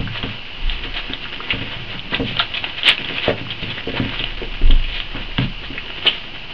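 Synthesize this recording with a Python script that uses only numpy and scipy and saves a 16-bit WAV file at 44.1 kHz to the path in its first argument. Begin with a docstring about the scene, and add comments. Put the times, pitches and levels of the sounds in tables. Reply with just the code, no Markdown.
"""Puppies in a paper-lined box

Puppies jostle and suckle under their standing mother in a small room. Their paws drag over newspaper,
which crackles by stick-slip friction and snaps as its creases buckle. Landing bodies excite the modes
of the box floor, and mouths smack as suction breaks. Behind them a hand-held camera rumbles and is
jolted twice; its small microphone hisses and rounds off the sharpest peaks."""
import sys
import numpy as np
from scipy import signal
from scipy.fft import rfft, irfft, next_fast_len
from scipy.io import wavfile
from scipy.ndimage import uniform_filter1d

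SR = 44100
rng = np.random.default_rng(int(sys.argv[2]) if len(sys.argv) > 2 else 0)


def pcm_store(signal):
    """Save signal as 16-bit PCM."""
    levels = np.round(np.clip(np.atleast_2d(signal), -1, 1) * 32767)
    wavfile.write(sys.argv[1], SR, levels.astype(np.int16).T)


N = 287973
TIME = np.arange(N) / SR


def from_db(db):
    """Amplitude ratio of a level in decibels."""
    return 10 ** (np.asarray(db) / 20)


def rms(x):
    """Root-mean-square amplitude."""
    return np.sqrt(np.mean(x ** 2) + 1e-20)


def gain_curve(rows):
    """Amplitude envelope, interpolated linearly in decibels."""
    return from_db(np.interp(TIME, *np.transpose(rows)))


def add(out, start_s, sound):
    """Superposition: a sound adds to the mix from its start time."""
    at = max(0, round(start_s * SR))
    out[at:at + len(sound)] += sound[:N - at]


def colour(x, spectrum):
    """Minimum-phase filtering to a given spectral shape; the result has rms 1."""
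    size = next_fast_len(len(x) + SR // 10, True) * 2
    hz, db = np.transpose(spectrum)
    bins_hz = np.maximum(np.arange(size // 2 + 1) * SR / size, 1)
    magnitude = from_db(np.interp(np.log(bins_hz), np.log(hz), db))
    cepstrum = irfft(np.log(magnitude))
    cepstrum[1:size // 2] *= 2   # folding onto positive time makes the filter causal
    cepstrum[size // 2 + 1:] = 0
    out = irfft(rfft(x, size) * np.exp(rfft(cepstrum)))[:len(x)]
    return out / rms(out)


def ring(x, hz, t60_s):
    """Damped oscillator: a unit impulse starts a decaying sine of amplitude 1."""
    radius, angle = from_db(-60 / (t60_s * SR)), 2 * np.pi * hz / SR
    return signal.lfilter([0, np.sin(angle)], [1, -2 * radius * np.cos(angle), radius ** 2], x + 1e-18)


def resonance(x, hz, width_hz):
    """Second-order band-pass resonance with unity peak gain."""
    radius, angle = np.exp(-np.pi * width_hz / SR), 2 * np.pi * hz / SR
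    numerator = np.array([1, 0, -1]) * (1 - radius ** 2) / 2
    return signal.lfilter(numerator, [1, -2 * radius * np.cos(angle), radius ** 2], x)


def grains(per_s, spread_db, clump_db=4.0):
    """Shot noise: slipping fibres click at random, in brief clumps that modulate the base rate."""
    clumps = uniform_filter1d(rng.standard_normal(N), size=SR // 120)
    rate = per_s * from_db(clump_db * clumps / rms(clumps))
    sizes = from_db(spread_db * np.minimum(rng.exponential(1, N), 4))
    return sizes * rng.choice([-1, 1], N) * (rng.random(N) < rate / SR)


# spectrum of the microphone's noise: frequency_hz, gain_db
HISS_SPECTRUM = [(15, -6), (45, -5.5), (100, 2), (200, -4), (500, -10), (1000, -7.5), (1800, -13),
                 (2500, -3), (2900, 4), (3400, -11), (4100, -11.5), (5000, -20), (6500, -38.5)]

def microphone_hiss(level_db=-34.5):
    """Self-noise: a steady random signal with a resonant peak near 3 kHz."""
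    return from_db(level_db) * colour(rng.standard_normal(N), HISS_SPECTRUM)


# spectrum of the camera body's vibration: frequency_hz, gain_db
RUMBLE_SPECTRUM = [(12, -14.5), (21, -0.5), (26, 14.5), (36, -19.5), (52, -6.5), (75, -24.5), (107, -20.5),
                   (160, -38.5), (500, -49.5), (4000, -100)]
# envelope of the hand's sway: time_s, level_db
HAND_SWAY = [(0, -33), (.5, -40), (.95, -27), (1.25, -39.5), (2.3, -35), (2.8, -43), (3.8, -41),
             (4.3, -26.5), (5.5, -28.5), (5.9, -38.5), (6.53, -41)]
# jolts to the camera: start_s, level_db, hold_s
CAMERA_JOLTS = [(0.647, -16, 0.029), (4.649, -6, 0.087)]

def camera_rumble(sway_db=-0.5, attack_s=0.02, release_s=0.055):
    """Structure-borne noise: the camera body vibrates as strongly as the hand sways and jolts it."""
    shake = from_db(sway_db) * gain_curve(HAND_SWAY)
    for start_s, level_db, hold_s in CAMERA_JOLTS:
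        before, after = np.maximum(start_s - TIME, 0), np.maximum(TIME - start_s - hold_s, 0)
        shake += from_db(level_db) * np.exp(-before / attack_s - after / release_s)
    wobble = colour(rng.standard_normal(N), RUMBLE_SPECTRUM)
    wobble /= np.sqrt(uniform_filter1d(wobble ** 2, size=SR // 10) + 1e-9)   # evens out its level
    return shake * wobble


# spectra of fine rustle and of all crackling paper fibres: frequency_hz, gain_db
RUSTLE_SPECTRUM = [(80, -6), (250, 1.5), (600, -5), (1100, -8.5), (1800, -1), (2500, 0.5), (3000, 4.5),
                   (3500, -5), (4100, -19), (5000, -20.5), (6500, -51.5)]
CRACKLE_SPECTRUM = [(150, -23.5), (700, -22), (1400, -16.5), (2000, -5), (2500, -1.5), (3100, 1),
                    (3550, -3.5), (4100, -11), (5000, -27.5), (6500, -44.5)]
# envelope of the whole litter's shuffling: time_s, level_db
LITTER_ACTIVITY = [(0.0, -31), (0.13, -36.5), (0.54, -35.5), (0.87, -28), (1.38, -31), (1.67, -31),
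                   (1.91, -34.5), (2.67, -34.5), (3.09, -24.5), (3.29, -27.5), (3.54, -31), (4.11, -26),
                   (4.49, -32.5), (4.95, -32), (5.71, -38.5), (6.04, -27.5), (6.53, -38.5)]

def litter_rustle(rustle_db=-4.5, crinkle_db=-12.0, fidget_db=2.5):
    """Amplitude-modulated shot noise: paper rustles in fits under many paws, with single crinkles."""
    fits = uniform_filter1d(rng.standard_normal(N), size=SR // 25)
    fits = uniform_filter1d(fits, size=SR // 60)
    rustle = from_db(rustle_db) * colour(grains(per_s=1500, spread_db=3.0), RUSTLE_SPECTRUM)
    crinkles = from_db(crinkle_db) * colour(grains(per_s=60, spread_db=3.0), CRACKLE_SPECTRUM)
    return gain_curve(LITTER_ACTIVITY) * from_db(fidget_db * fits / rms(fits)) * (rustle + crinkles)


# spectrum of a whole sheet flapping: frequency_hz, gain_db
FLAP_SPECTRUM = [(60, -12.5), (250, -6), (600, 0.5), (1300, 1.5), (1900, 2.5), (2800, -9.5), (4500, -22),
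                 (7000, -63)]
# paws and bodies landing on the floor: start_s, level_db, centre_hz
LANDINGS = [(0.001, -22.5, 161.5), (0.236, -24.5, 260), (0.849, -34, 295), (1.098, -31, 324),
            (1.533, -25, 235), (1.611, -27, 261), (1.763, -34, 156), (1.945, -34, 152), (2.121, -27, 210),
            (2.197, -19.5, 262), (2.31, -29.5, 207), (2.998, -32.5, 258), (3.107, -31.5, 274),
            (3.279, -14.5, 460), (3.411, -29, 191), (3.624, -27, 228), (3.871, -23, 312), (3.938, -28, 332),
            (3.998, -18, 245), (4.203, -31, 290), (4.415, -27, 308), (4.614, -30.5, 270), (4.698, -27, 208),
            (5.147, -29.5, 229), (5.386, -16.5, 202), (5.701, -31, 228), (6.053, -28, 444)]

def sheet_slaps(gain_db=-19, decay_s=0.028):
    """Impact noise: the sheet under each landing gives an exponentially decaying burst."""
    envelope, t = np.zeros(N), TIME[:SR // 5]
    for start_s, level_db, _ in LANDINGS:
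        add(envelope, start_s, from_db(level_db + gain_db) * np.exp(-t / decay_s))
    return envelope * colour(rng.standard_normal(N), FLAP_SPECTRUM)


def body_slumps(delay_s=0.058, gain_db=-7.5, pitch_ratio=0.82, belly_hz=189, db_per_octave=8.5):
    """Secondary impacts, later and duller: a soft belly brings down more weight than a sharp paw."""
    return [(start_s + delay_s, db + gain_db - db_per_octave * np.log2(hz / belly_hz), pitch_ratio * hz)
            for start_s, db, hz in LANDINGS]


def light_steps(per_s=4, level_db=-41.5, centre_hz=260):
    """Weak impacts at random times: a harder contact has a higher centre frequency."""
    chances = rng.random((int(per_s * N / SR), 2))
    return [(when * TIME[-1], level_db, centre_hz * 2 ** (hardness - .5)) for when, hardness in chances]


# normal modes of the box floor: frequency_hz, gain_db, t60_s
FLOOR_MODES = [(134, -0.5, 0.19), (149.2, 0.5, 0.18), (172.3, 2, 0.072), (212, -3.5, 0.19), (235, -3, .22),
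               (271, -4, .17), (334.4, -0.5, 0.03), (393, -1.5, .13), (449, 0.5, 0.085), (518, -4, .1),
               (610, -7.5, .058), (696, -5, 0.074)]

def floor_bumps(gain_db=1.0, reach_octaves=0.71, skid_s=0.014, scatter_db=4.0, boom_db=-13, boom_hz=107):
    """Modal response: a skidding impact rings the floor, and harder contacts reach higher modes."""
    out, t = np.zeros(N), TIME[:SR // 3]
    onset = slice(0, SR // 50)
    for start_s, level_db, centre_hz in LANDINGS + body_slumps() + light_steps():
        force = rng.standard_normal(len(t)) * np.exp(-t / skid_s)
        force[SR // 400] += 0.79 * np.linalg.norm(force)   # the weight arrives just after first touch
        floor = np.zeros(len(t))
        for hz, mode_db, t60_s in FLOOR_MODES:
            reach = np.exp(-.5 * (np.log2(hz / centre_hz) / reach_octaves) ** 2)
            strength = reach * from_db(mode_db + scatter_db * rng.standard_normal())
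            mode = ring(force, hz, t60_s)
            floor += strength * mode / np.abs(mode).max()
        pad_band = signal.butter(4, [.5 * centre_hz, 1.465 * centre_hz], "band", fs=SR, output="sos")
        pad_thud = signal.sosfilt(pad_band, force)
        bump = floor / rms(floor[onset]) + 0.5 * pad_thud / rms(pad_thud[onset])
        # a soft, heavy landing also sets the whole box booming
        boom = ring(force, boom_hz, t60_s=0.65)
        boom *= from_db(boom_db) * (2 * boom_hz / centre_hz) ** 2 / np.abs(boom).max()
        add(out, start_s, from_db(level_db + gain_db) * (bump / rms(bump[onset]) + boom))
    return out


# mouths smacking at the teats: start_s, peak_db, pitch_hz
SUCKLING = [(0.073, -19.5, 1330), (1.254, -20.5, 1420), (1.402, -19, 1255), (2.397, -8.5, 1275),
            (2.402, -15.5, 735), (3.466, -25.5, 1080), (3.781, -18.5, 2130), (5.314, -24, 2340),
            (5.7783, -11, 2560)]

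def mouth_smacks(relative_width=0.35, settle_s=0.004, wetness=0.25):
    """Cavity resonance: suction breaks with a wet tick that rings the small mouth."""
    out, t = np.zeros(N), TIME[:SR // 20]
    for start_s, peak_db, pitch_hz in SUCKLING:
        tick = wetness * rng.standard_normal(len(t)) * np.exp(-t / settle_s)
        tick[0] += 1
        width_hz = relative_width * pitch_hz
        cavity = resonance(resonance(tick, pitch_hz, width_hz), pitch_hz, 2 * width_hz)
        smack = colour(cavity, FLAP_SPECTRUM)
        add(out, start_s, from_db(peak_db) * smack / np.abs(smack).max())
    return out


# paws dragging over paper: middle_s, length_s, crackle_db, flap_db
PAW_DRAGS = [(0.174, .039, -29.5, -34.5), (0.293, 0.074, -35.5, -40.5), (0.715, 0.067, -31.5, -42),
             (0.845, 0.028, -33, -38.5), (0.981, 0.045, -26.5, -35.5), (1.236, 0.03, -33.5, -48),
             (1.52, 0.059, -32, -34), (1.736, 0.04, -32, -37.5), (1.925, 0.056, -33.5, -35.5),
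             (2.144, 0.037, -26.5, -27.5), (2.297, .05, -28, -47), (2.404, 0.057, -26, -31.5),
             (2.566, .033, -24.5, -35.5), (2.677, 0.068, -33.5, -38.5), (2.786, 0.017, -28.5, -36),
             (2.886, 0.04, -11, -24), (3.165, 0.041, -28.5, -35.5), (3.239, 0.034, -24, -39),
             (3.29, 0.034, -31, -27), (3.638, 0.035, -29, -42), (3.709, 0.017, -27, -42),
             (3.982, 0.031, -29, -29), (4.142, 0.031, -29.5, -31.5), (4.959, 0.093, -29, -44),
             (5.178, 0.058, -40, -38.5), (5.417, 0.053, -29, -38.5), (5.648, 0.027, -31, -37),
             (6.07, 0.033, -26, -26.5), (6.13, 0.094, -33, -55)]

def paw_scuffs(crackle_gain_db=0.5, flap_gain_db=1.5, skirt_db=-19.5, skirt_stretch=2.8):
    """Stick-slip friction: each drag swells and fades as fibres crackle and the sheet flaps dully."""
    crackle, flap = np.zeros(N), np.zeros(N)
    for middle_s, length_s, crackle_db, flap_db in PAW_DRAGS:
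        falloff = 2.0 * ((TIME - middle_s) / length_s) ** 2
        # the paper around the paw stirs more weakly and for longer
        skirt = from_db(skirt_db) * np.exp(-falloff / skirt_stretch ** 2)
        stroke = np.exp(-falloff) + skirt
        crackle += stroke * from_db(crackle_db + crackle_gain_db)
        flap += stroke * from_db(flap_db + flap_gain_db)
    slips = grains(per_s=1800, spread_db=0.0)
    buckles = grains(per_s=1700, spread_db=1.5)
    return crackle * colour(slips, CRACKLE_SPECTRUM) + flap * colour(buckles, FLAP_SPECTRUM)


# creases giving way: start_s, level_db, pitch_hz, flap_db, settle_s
CREASES = [(0.2279, -21.5, 2910, -1, 0.014), (0.696, -20.5, 3100, -12, .002),
           (0.9665, -22.5, 2890, -11, 0.0024), (1.1341, -19, 3140, -8, 0.0015),
           (1.5037, -13.5, 2410, -18, 0.014), (1.6107, -26.5, 2240, 2, 0.016),
           (1.993, -25, 3250, -17, 0.0038), (2.1438, -14.5, 3140, -11, 0.0028),
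           (2.368, -20, 3020, -5.5, .002), (2.3915, -13, 3450, -11, .011), (2.538, -21.5, 3120, -15, 0.017),
           (2.6402, -17.5, 2640, -2, 0.0066), (2.8318, -17.5, 3400, -13, 0.0018),
           (2.8564, -15, 3300, -21, .008), (2.878, -11.5, 2770, -30, .011),
           (2.979, -20.5, 2620, -9, 0.0018), (3.0455, -22.5, 3100, -4, 0.0067),
           (3.182, -17.5, 2670, -11, 0.005), (3.5032, -22.5, 3400, -15, 0.015),
           (4.192, -21, 3120, -12, 0.0097), (4.239, -16, 2950, -9.5, 0.0019),
           (4.706, -18.5, 3230, -5.5, 0.0073), (4.8399, -26, 2500, -15, 0.0092),
           (5.001, -19, 3300, -6.5, 0.0017), (5.3813, -15.5, 2700, 2, 0.0037),
           (5.902, -24.5, 2680, -2, 0.0036), (6.0257, -27.5, 2960, -3, 0.0024),
           (6.0665, -9.5, 3030, -22, 0.01)]

def crease_snaps(width_hz=750, flap_gain_db=-4.0, aftershock=0.22):
    """Snap-through buckling: a crease gives way with one click and a quick run of smaller ones."""
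    out, t = np.zeros(N), TIME[:SR // 12]
    onset = slice(0, SR // 166)
    for start_s, level_db, pitch_hz, flap_db, settle_s in CREASES:
        burst = aftershock * rng.standard_normal(len(t)) * np.exp(-t / settle_s)
        burst[SR // 2000] += 1   # the main click
        ringing = resonance(resonance(burst, pitch_hz, width_hz), pitch_hz, 2 * width_hz)
        crack = colour(ringing, CRACKLE_SPECTRUM)
        flap = colour(burst, FLAP_SPECTRUM)
        snap = crack / rms(crack[onset]) + from_db(flap_db + flap_gain_db) * flap / rms(flap[onset])
        add(out, start_s, from_db(level_db) * snap / rms(snap[onset]))
    return out


def room(x, early_db, tail_db, early_t60_s=0.052, tail_t60_s=0.19):
    """Reverberation: direct sound, early reflections from the box walls, then the room's short tail."""
    t = TIME[:SR // 2]
    early = rng.standard_normal(len(t)) * from_db(-60 * t / early_t60_s) * (t > .003)
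    tail = rng.standard_normal(len(t)) * from_db(-60 * t / tail_t60_s) * (t > .011)
    early *= from_db(early_db) / np.linalg.norm(early)
    tail *= from_db(tail_db) / np.linalg.norm(tail)
    return x + signal.fftconvolve(x, early + tail)[:N]


def scene():
    """Superposition: paper, mouths and floor reverberate; rumble and hiss add directly."""
    paper = paw_scuffs() + crease_snaps() + sheet_slaps()
    litter = room(paper + mouth_smacks() + litter_rustle(), early_db=-8.0, tail_db=-12.0)
    floor = room(floor_bumps(), early_db=-8.5, tail_db=-3.5)
    background = microphone_hiss() + camera_rumble()
    return (background + floor + litter)[None]


def record(dry):
    """Band limiting and saturation: narrow band, rounded peaks; the converter rests just off zero."""
    bandwidth_hz, cutoff_hz, dc_offset = 6700, 15800, 0.02
    band_limit = signal.cheby1(10, .3, bandwidth_hz, fs=SR, output="sos")
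    narrow = signal.sosfilt(band_limit, dry) + dc_offset
    rounded = narrow / (1 + narrow ** 8) ** (1 / 8)
    top_cut = signal.butter(16, cutoff_hz, fs=SR, output="sos")
    resting_state = dc_offset * signal.sosfilt_zi(top_cut)[:, None]
    return signal.sosfilt(top_cut, rounded, zi=resting_state)[0]


dry = scene()
out = record(dry)
pcm_store(out)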